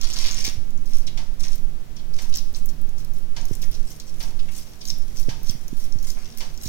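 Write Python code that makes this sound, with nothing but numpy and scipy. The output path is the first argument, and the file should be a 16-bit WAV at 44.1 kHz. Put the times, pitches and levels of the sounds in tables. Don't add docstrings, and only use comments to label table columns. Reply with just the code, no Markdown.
import sys
import numpy as np
from scipy import signal
from scipy.fft import rfft, irfft, next_fast_len
from scipy.io import wavfile

SR = 44100
rng = np.random.default_rng(int(sys.argv[2]) if len(sys.argv) > 2 else 0)


def int16_out(signal):
    q = np.round(np.clip(np.atleast_2d(signal).T, -1, 1) * 32767)
    wavfile.write(sys.argv[1], SR, q.astype(np.int16))


N = 294588
TIME = np.arange(N) / SR

# (time of strongest pressure [s], length [s], level before trim [dB], pitch [Hz], large pockets [dB rel.])
PRESSES = [(0.04, 0.23, -36, 5200, -7.5), (0.188, 0.18, -32.5, 5200, -7), (0.266, .17, -31.5, 4830, -6),
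           (0.377, .13, -34, 5700, -8), (.456, .07, -28.5, 5430, -8), (1.445, .085, -36.5, 5400, -9),
           (2.365, .074, -38.5, 5340, -11), (3.74, 0.063, -43, 5490, -13), (6.222, 0.24, -50.5, 5500, -5.5)]
PRESS_SWELL_SHARE, PRESS_FILM_DB = .33, -17.5
# (time of strongest pull [s], length [s], level before trim [dB], tearing film [dB rel.])
STICKY_PULLS = [(0.95, 0.19, -46.5, -3), (1.407, 0.042, -43.5, -5), (1.531, 0.1, -44.5, -9),
                (2.224, 0.2, -45.5, -4), (2.563, 0.048, -44, -3.5), (2.693, 0.028, -45.5, -2),
                (2.995, 0.058, -51.5, -0.5), (3.169, 0.085, -58.5, 4), (3.519, 0.17, -51, -2),
                (3.624, 0.035, -41.5, 0), (3.911, 0.12, -49, 1.5), (4.081, 0.056, -53.5, -4),
                (4.228, 0.14, -48, 1), (4.573, 0.13, -43, -1), (4.879, .09, -44.5, 0),
                (5.189, .1, -43.5, -0.5), (5.489, 0.1, -42.5, -4.5), (5.809, 0.18, -49, 0.5),
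                (6.077, 0.099, -41, -3), (6.384, 0.046, -44.5, 1), (6.652, 0.125, -42, -0.5)]
PULL_SWELL_SHARE, PULL_HZ, PULL_LARGE_DB = .5, 6270, -11
# (time [s], level before trim [dB], starting pitch [Hz])
AIR_SQUIRTS = [(1.07, -39, 5760), (1.075, -39, 3700), (1.964, -44.5, 5300), (1.99, -50, 4100),
               (2.327, -42, 4730), (2.342, -38, 4650), (3.632, -47, 2180), (4.002, -44.5, 5000),
               (4.393, -44, 3950), (4.484, -45.5, 2550), (4.813, -41, 4860), (5.496, -43.5, 3620),
               (6.17, -45.5, 1890)]
SQUIRT_ATTACK_S, SQUIRT_T60_S, SQUIRT_SAG_OCTAVES_PER_S = .004, 0.073, 11.3
# (time [s], level [dB])
FINGER_RUSTLE = [(3.3, -76), (3.5, -65), (4.7, -62.5), (5.9, -64)]
# (time [s], level before trim [dB], pitch [Hz], snap of the film [dB rel.])
LOUD_SMACKS = [(0.0134, -19, 5760, -5), (.139, -24, 5900, -5), (.261, -23, 5000, -16),
               (0.312, -17.5, 5940, -12), (0.4526, -15, 5400, -2), (0.477, -21, 5700, -18),
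               (0.706, -35.5, 6500, 1.5), (0.7757, -36, 6400, -12), (.935, -30, 5930, -10),
               (0.985, -30, 5950, 22), (1.403, -32, 6300, 4), (1.556, -26, 5200, 11),
               (2.1382, -30.5, 4860, -4), (2.3402, -22, 5300, -14), (2.3526, -20.5, 5990, -2),
               (2.358, -17, 6270, -1), (2.371, -18, 5900, 2), (2.384, -22, 5700, -14),
               (2.529, -32, 5670, 22), (2.547, -24, 5200, -13), (2.558, -36, 6050, -10),
               (2.659, -21.5, 7460, 19), (2.815, -30, 4580, 17), (2.8913, -33.5, 6430, 5),
               (3.048, -31.5, 5260, 5.5), (3.1363, -33, 5980, 10), (3.4133, -32.5, 6400, -12),
               (3.454, -27.5, 6600, 2.5), (3.5523, -22.5, 6200, 3.5), (3.62, -25, 5500, 6),
               (3.714, -27, 5480, 11), (3.9996, -25, 5330, -7), (4.229, -26, 5260, 0),
               (4.237, -28, 5520, -9), (4.8532, -22.5, 5700, -5), (4.8735, -28, 5900, -10),
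               (4.877, -23, 5740, -12), (4.885, -21.5, 5470, -13), (4.897, -26, 5500, -5),
               (4.902, -13, 5300, -12), (4.9841, -30, 5400, 16), (5.1711, -25, 6270, -2),
               (5.432, -28, 5900, 10), (5.4955, -18, 5440, -11), (5.5094, -23.5, 5370, 5),
               (5.681, -27, 6400, 3), (5.924, -29.5, 5560, -12), (5.9872, -31.5, 5900, -3),
               (6.028, -27.5, 6360, 6), (6.088, -33.5, 5570, -13), (6.1029, -20, 6050, -2),
               (6.3743, -23, 6500, 9), (6.576, -29, 5700, -4), (6.635, -23, 7200, 4),
               (6.6572, -27, 5800, -2), (6.675, -23.5, 5800, -4)]
POPS_PER_S, POP_OVER_PRESS_DB, POP_SNAP_DB = 70, 6, -9.5
TICKS_PER_PULL, TICK_OVER_PULL_DB, TICK_SNAP_DB = 5, 8, -12
STRAY_TICKS_PER_S, STRAY_TICK_DB, STRAY_SNAP_DB = 3.6, -39, 3
TICK_HZ = 5330

# (frequency [Hz], gain [dB])
MIC_COLOUR = [(200, 15), (1500, -7.5), (3500, -2), (4600, -3.5), (5700, 1), (6600, -3.5), (8000, -5.5),
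              (10000, -1.5), (11700, -6), (13500, -2.5), (16000, -8.5)]
# (frequency [Hz], tilt [dB])
EAR_TILT = [(3000, -0.5), (5500, -0.5), (7000, 4.5), (9000, 9), (12000, 7.5), (14500, 0)]
LEFT_LAG_S, RIGHT_LAG_S = .00014, 0
# (frequency [Hz], gain [dB])
WALL_COLOUR = [(2000, 6), (5500, 0.5), (8000, -0.5), (16000, 4.5)]
ROOM_T60_S, HAND_MOVE_S = 0.4, .06

# (time [s], level before trim [dB])
TAP_DRIPS = [(1.173, -34.5), (2.186, -35), (3.363, -33.5), (4.203, -34), (5.289, -33), (6.404, -32)]
# (frequency [Hz], level [dB rel.])
SPLASH_COLOUR = [(300, -5.5), (600, -1.5), (900, -1), (1300, -6), (2000, 1.5), (3500, 0), (5800, 5),
                 (7500, -8), (16000, -23)]
# (frequency [Hz], width [Hz], level [dB rel. splash])
SINK_MODES = [(1633, 11, -18.5), (2624, 18, -23), (3050, 40, -15), (3490, 85, -18.5), (4470, 39, -16)]
# (frequency [Hz], width [Hz], level [dB rel. splash])
HOLLOW_MODES = [(577, 180, -15), (726, 110, -13), (894, 25, -14)]
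# (frequency [Hz], width [Hz], level [dB rel. splash])
SINK_FLOOR_MODES = [(141, 9, -13), (226, 5.8, -14.5)]

# (time [s], level [dB], pitch [Hz], ring of the case [dB rel.])
MIC_BUMPS = [(.481, -22.5, 287, -7), (0.582, -16.5, 67.5, -26), (3.512, -17.5, 283, 1),
             (3.517, -25, 110, -22), (5.2859, -18, 336, -2), (5.2858, -22, 141, -3), (5.498, -21.5, 148, 0),
             (5.553, -24.5, 142, -1), (5.731, -16, 201, -30), (5.957, -28.5, 160, 6.5),
             (6.661, -25, 197, 5.5)]
# (frequency [Hz], level per Hz before trim and surges [dB])
GRIP_RUMBLE = [(3, -31), (12, -32.5), (24, -42), (45, -56), (90, -64.5), (160, -68.5), (300, -77.5),
               (600, -91), (2000, -120)]
# (time [s], drop of tremor and rumble [dB])
STEADY_MOMENTS = [(1.87, 13), (4.0, 14), (4.716, 25), (5.65, 11), (6.32, 12.5), (6.62, 11)]
STEADY_S = 0.12
SURGE_PER_S, SURGE_DB = 3.26, 1

# (frequency [Hz], level per Hz [dB])
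STILL_KITCHEN = [(20, -65), (100, -68), (170, -72.5), (300, -77.5), (500, -82), (1100, -89.5), (2200, -93),
                 (4000, -95.5), (5800, -95.5), (8000, -100.3), (11500, -102), (14000, -100), (16000, -101)]
# (frequency [Hz], level [dB rms])
FRIDGE_TONES = [(148, -55), (228, -60.5)]
CUTOFF_HZ = 16000


def mince(press_db=-10.0, pull_db=-9.0, squirt_db=25.0, sticky_per_s=900):
    rustle_level = from_db(np.interp(TIME, *np.transpose(FINGER_RUSTLE)))
    sticky_bursts = burst_train(np.full(N, sticky_per_s))
    out = rustle_level * pockets(sticky_bursts, pitch_hz=6000.0, large_db=-8, film_db=-2.5)

    def add_squelch(s, length, swell_share, level_db, trim_db, pitch_hz, large_db, film_db):
        swell = length * swell_share
        bursts = pressed_bursts(max(swell, .002), max(length - swell, .01), level_db)
        early = max(round((swell - s) * SR), 0)
        swarm = pockets(bursts, pitch_hz, large_db, film_db)[early:]
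        add(out, s - swell, from_db(level_db + trim_db) * swarm)

    for s, length, level_db, pitch_hz, large_db in PRESSES:
        add_squelch(s, length, PRESS_SWELL_SHARE, level_db, press_db, pitch_hz, large_db, PRESS_FILM_DB)
    for s, length, level_db, film_db in STICKY_PULLS:
        add_squelch(s, length, PULL_SWELL_SHARE, level_db, pull_db, PULL_HZ, PULL_LARGE_DB, film_db)
    for s, level_db, pitch_hz in AIR_SQUIRTS:
        add(out, s - SQUIRT_ATTACK_S, from_db(level_db + squirt_db) * squirt(pitch_hz))
    return out


def pressed_bursts(swell, release, level_db, per_s=900, edge_db=-12):
    t = TIME[:int((swell + release) * SR)]
    from_peak = np.interp(t, [0, swell, swell + release], [1, 0, 1])
    pressure = from_db(edge_db * from_peak ** 1.2)
    firmness = from_db((level_db + 42) / 3)
    return burst_train(per_s * firmness * np.sqrt(pressure)) * pressure


def burst_train(per_s, spread_db=4.0):
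    size = np.minimum(rng.exponential(1, len(per_s)), 4)
    happens = rng.random(len(per_s)) < per_s / SR
    return happens * from_db(spread_db * size)


def pockets(bursts, pitch_hz, large_db, film_db, octaves=0.26, q=3.3, uneven_db=4.0):
    hz = np.geomspace(400, 15000, num=26) * 2 ** rng.uniform(-.07, .07, 26)
    main = 1 / (1 + (np.log2(hz / pitch_hz) / octaves) ** 2) ** 1.5
    large = from_db(large_db - 4.0) * np.exp(-(np.log2(hz / 2500) / 1.21) ** 2)
    film = from_db(film_db - 2.0) / (1 + (8500 / hz) ** 4)
    shares = np.sqrt(main ** 2 + large ** 2 + film ** 2)
    at = np.flatnonzero(bursts)
    out = np.zeros(len(bursts))
    for centre, share in zip(hz, shares):
        sign = rng.choice([-1, 0, 0, 1], len(at))
        clicks = np.zeros(len(bursts))
        clicks[at] = bursts[at] * sign * from_db(uneven_db * rng.standard_normal(len(at)))
        out += share * unit_energy(resonate(clicks, centre, q))
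    return out * np.sqrt(len(out))


def squirt(pitch_hz, q=1.5, bursts_per_s=2500):
    t = TIME[:SR // 10]
    flow = np.minimum(t / SQUIRT_ATTACK_S, 1) * from_db(-60 * t / SQUIRT_T60_S)
    gap_hz = pitch_hz * 2 ** (-SQUIRT_SAG_OCTAVES_PER_S * t)
    turn = np.exp(2j * np.pi * np.cumsum(gap_hz) / SR)
    r = np.exp(-np.pi * pitch_hz / q / SR)
    sputter = burst_train(np.full(len(t), bursts_per_s)) * rng.choice([-1, 1], len(t)) * flow
    smoothed = signal.lfilter([1], [1, -2 * r, r * r], sputter / turn)
    return unit_energy((smoothed * turn).real)


def peeling(smack_db=14.5, scatter=.22, uneven_db=2.5, octaves=0.21):
    out = np.zeros(N)
    for s, level_db, pitch_hz, snap_db in LOUD_SMACKS:
        add(out, s, smack(level_db + smack_db, pitch_hz, snap_db))
    ticks = []
    for s, length, level_db, _ in STICKY_PULLS:
        for _ in range(TICKS_PER_PULL):
            at = s + scatter * length * rng.standard_normal()
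            ticks.append((at, level_db + TICK_OVER_PULL_DB, TICK_SNAP_DB))
    for s, length, level_db, *_ in PRESSES:
        for _ in range(round(POPS_PER_S * length)):
            at = abs(s + length * rng.uniform(-PRESS_SWELL_SHARE, 0.54))
            ticks.append((at, level_db + POP_OVER_PRESS_DB, POP_SNAP_DB))
    for at in np.cumsum(rng.exponential(1 / STRAY_TICKS_PER_S, size=50)):
        ticks.append((at, STRAY_TICK_DB, STRAY_SNAP_DB))
    chances = rng.standard_normal((len(ticks), 2))
    for (s, level_db, snap_db), (strength, size) in zip(ticks, chances):
        pitch_hz = TICK_HZ * 2 ** (octaves * size)
        add(out, s, smack(level_db + smack_db + uneven_db * strength, pitch_hz, snap_db))
    return out


def smack(level_db, pitch_hz, snap_db, tear_s=0.0043, film_low_hz=7000, q=2.03, crack_db=-21.0):
    tear = dying_noise(tear_s, .01)
    film_hz = film_low_hz * (1 + np.clip(snap_db / 40, 0, .6))
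    high_pass = signal.butter(2, film_hz, "high", fs=SR, output="sos")
    film = signal.sosfilt(high_pass, tear + .5 * signal.unit_impulse(len(tear)))
    pocket = resonate(resonate(tear, pitch_hz, q), pitch_hz, q)
    crack = resonate(tear, pitch_hz / 2, 1)
    mix = unit_energy(pocket) + from_db(snap_db) * unit_energy(film)
    mix += from_db(crack_db) * unit_energy(crack)
    return from_db(level_db) * unit_energy(mix)


def kitchen(x, lag_s, near_db, room_db, near_t60=0.042, gap_s=0.00093):
    room = from_db(room_db) * colour(dying_noise(ROOM_T60_S, .5), WALL_COLOUR)
    room *= np.minimum(TIME[:len(room)] / gap_s, 1)
    out = np.zeros(N)
    step = int(HAND_MOVE_S * SR)
    for start in range(0, N, step):
        response = from_db(near_db) * dying_noise(near_t60, .5) + room
        response[round(lag_s * SR)] += 1
        add(out, start / SR, signal.fftconvolve(x[start:start + step], response))
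    return out


def tap(level_db=28.0, basin_t60=0.09, room_db=0.5, rise_s=0.003, change=1.0,
        hollow_rise_s=0.017, hollow_t60=0.51):
    def echoes():
        return dying_noise(basin_t60, .5) + from_db(room_db) * dying_noise(ROOM_T60_S, .5)

    usual = echoes()
    out = np.zeros(N)
    t = TIME[:len(usual)]
    for s, drip_db in TAP_DRIPS:
        splash = usual + change * echoes()
        air = dying_noise(hollow_t60, .5) * np.minimum(t / hollow_rise_s, 1)
        drop = unit_energy(colour(splash, SPLASH_COLOUR))
        drop += ringing(splash, SINK_MODES) + ringing(air, HOLLOW_MODES + SINK_FLOOR_MODES)
        add(out, s, from_db(drip_db + level_db) * drop * np.minimum(t / rise_s, 1))
    return out


def ringing(x, modes):
    return sum(from_db(db) * unit_energy(resonate(x, hz, hz / width)) for hz, width, db in modes)


def handling(tremor_hz=6.8, tremor_db=-12.5, rumble_db=0.4, cycles=0.45, bump_db=0.0,
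             case_hz=106, case_t60=0.07):
    rate = tremor_hz * from_db(1.893 * wander(11.0))
    tremor = from_db(tremor_db) * np.sin(2 * np.pi * np.cumsum(rate) / SR)
    rumble = from_db(rumble_db) * noise(GRIP_RUMBLE)
    calm_db = sum(drop_db * np.exp(-((TIME - s) / STEADY_S) ** 2) for s, drop_db in STEADY_MOMENTS)
    out = (tremor + rumble) * from_db(SURGE_DB * wander(SURGE_PER_S) - calm_db)
    t = np.arange(-SR // 40, SR // 10) / SR
    after = np.maximum(t, 0)
    for s, level_db, hz, case_db in MIC_BUMPS:
        push = np.cos(2 * np.pi * hz * t) * np.exp(-(hz * t / cycles) ** 2)
        case = np.sin(2 * np.pi * case_hz * after) * from_db(case_db - 60 * after / case_t60)
        add(out, s + t[0], from_db(level_db + bump_db) * (case - push))
    return out


def wander(per_s):
    knots = rng.standard_normal(200)
    return np.interp(TIME * per_s, np.arange(len(knots)), knots)


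def fridge(width_hz=5.25):
    out = np.zeros(N)
    for hz, db in FRIDGE_TONES:
        once = resonate(rng.standard_normal(N + SR), hz, hz / width_hz)
        tone = resonate(once, hz, hz / width_hz)[SR:]
        out += from_db(db) * np.sqrt(N) * unit_energy(tone)
    return out


def noise(points):
    return colour(rng.standard_normal(N + SR), points)[SR:] * np.sqrt(SR / 2)


def dying_noise(t60, length_s):
    t = TIME[:int(length_s * SR)]
    return unit_energy(rng.standard_normal(len(t)) * from_db(-60 * t / t60))


def resonate(x, hz, q):
    b, a = signal.iirpeak(min(hz, .45 * SR), max(q, 1), fs=SR)
    return signal.lfilter(b, a, x + 1e-18)


def colour(x, points):
    size = next_fast_len(x.shape[-1] + SR // 4, True) // 2 * 2
    hz, db = np.transpose(points)
    bins_hz = np.arange(size // 2 + 1) * SR / size
    curve = np.interp(np.log(bins_hz + 1e-3), np.log(hz), db)
    cepstrum = irfft(np.log(from_db(curve)))
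    cepstrum[1:size // 2] *= 2
    cepstrum[size // 2 + 1:] = 0
    response = np.exp(rfft(cepstrum))
    return irfft(rfft(x, size) * response)[..., :x.shape[-1]]


def from_db(db):
    return 10 ** (np.asarray(db) / 20)


def unit_energy(x):
    return x / np.sqrt(np.sum(x ** 2, axis=-1, keepdims=True) + 1e-20)


def add(out, s, sound):
    start = int(np.clip(round(s * SR), 0, N))
    out[start:start + len(sound)] += sound[:N - start]


def scene(leak_db=-32.0):
    wet = colour(np.array([mince(), peeling()]), MIC_COLOUR)
    held = handling()
    hum = fridge()
    left = (0.45, LEFT_LAG_S, from_db(leak_db))   # (tilt factor, lag [s], handling gain)
    right = (-1.03, RIGHT_LAG_S, 0.99)
    ears = []
    for tilt, lag_s, held_gain in (left, right):
        squelches, smacks = colour(wet, [(hz, tilt * db / 2) for hz, db in EAR_TILT])
        hands = kitchen(squelches, lag_s, near_db=4.0, room_db=-1.0)
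        hands += kitchen(smacks, lag_s, near_db=-2.5, room_db=-8.0)
        ears.append(hands + tap() + noise(STILL_KITCHEN) + hum + held_gain * held)
    return np.array(ears)


def record(dry):
    low_pass = signal.ellip(10, .2, 80, CUTOFF_HZ, fs=SR, output="sos")
    return signal.sosfilt(low_pass, dry)


dry = scene()
out = record(dry)
int16_out(out)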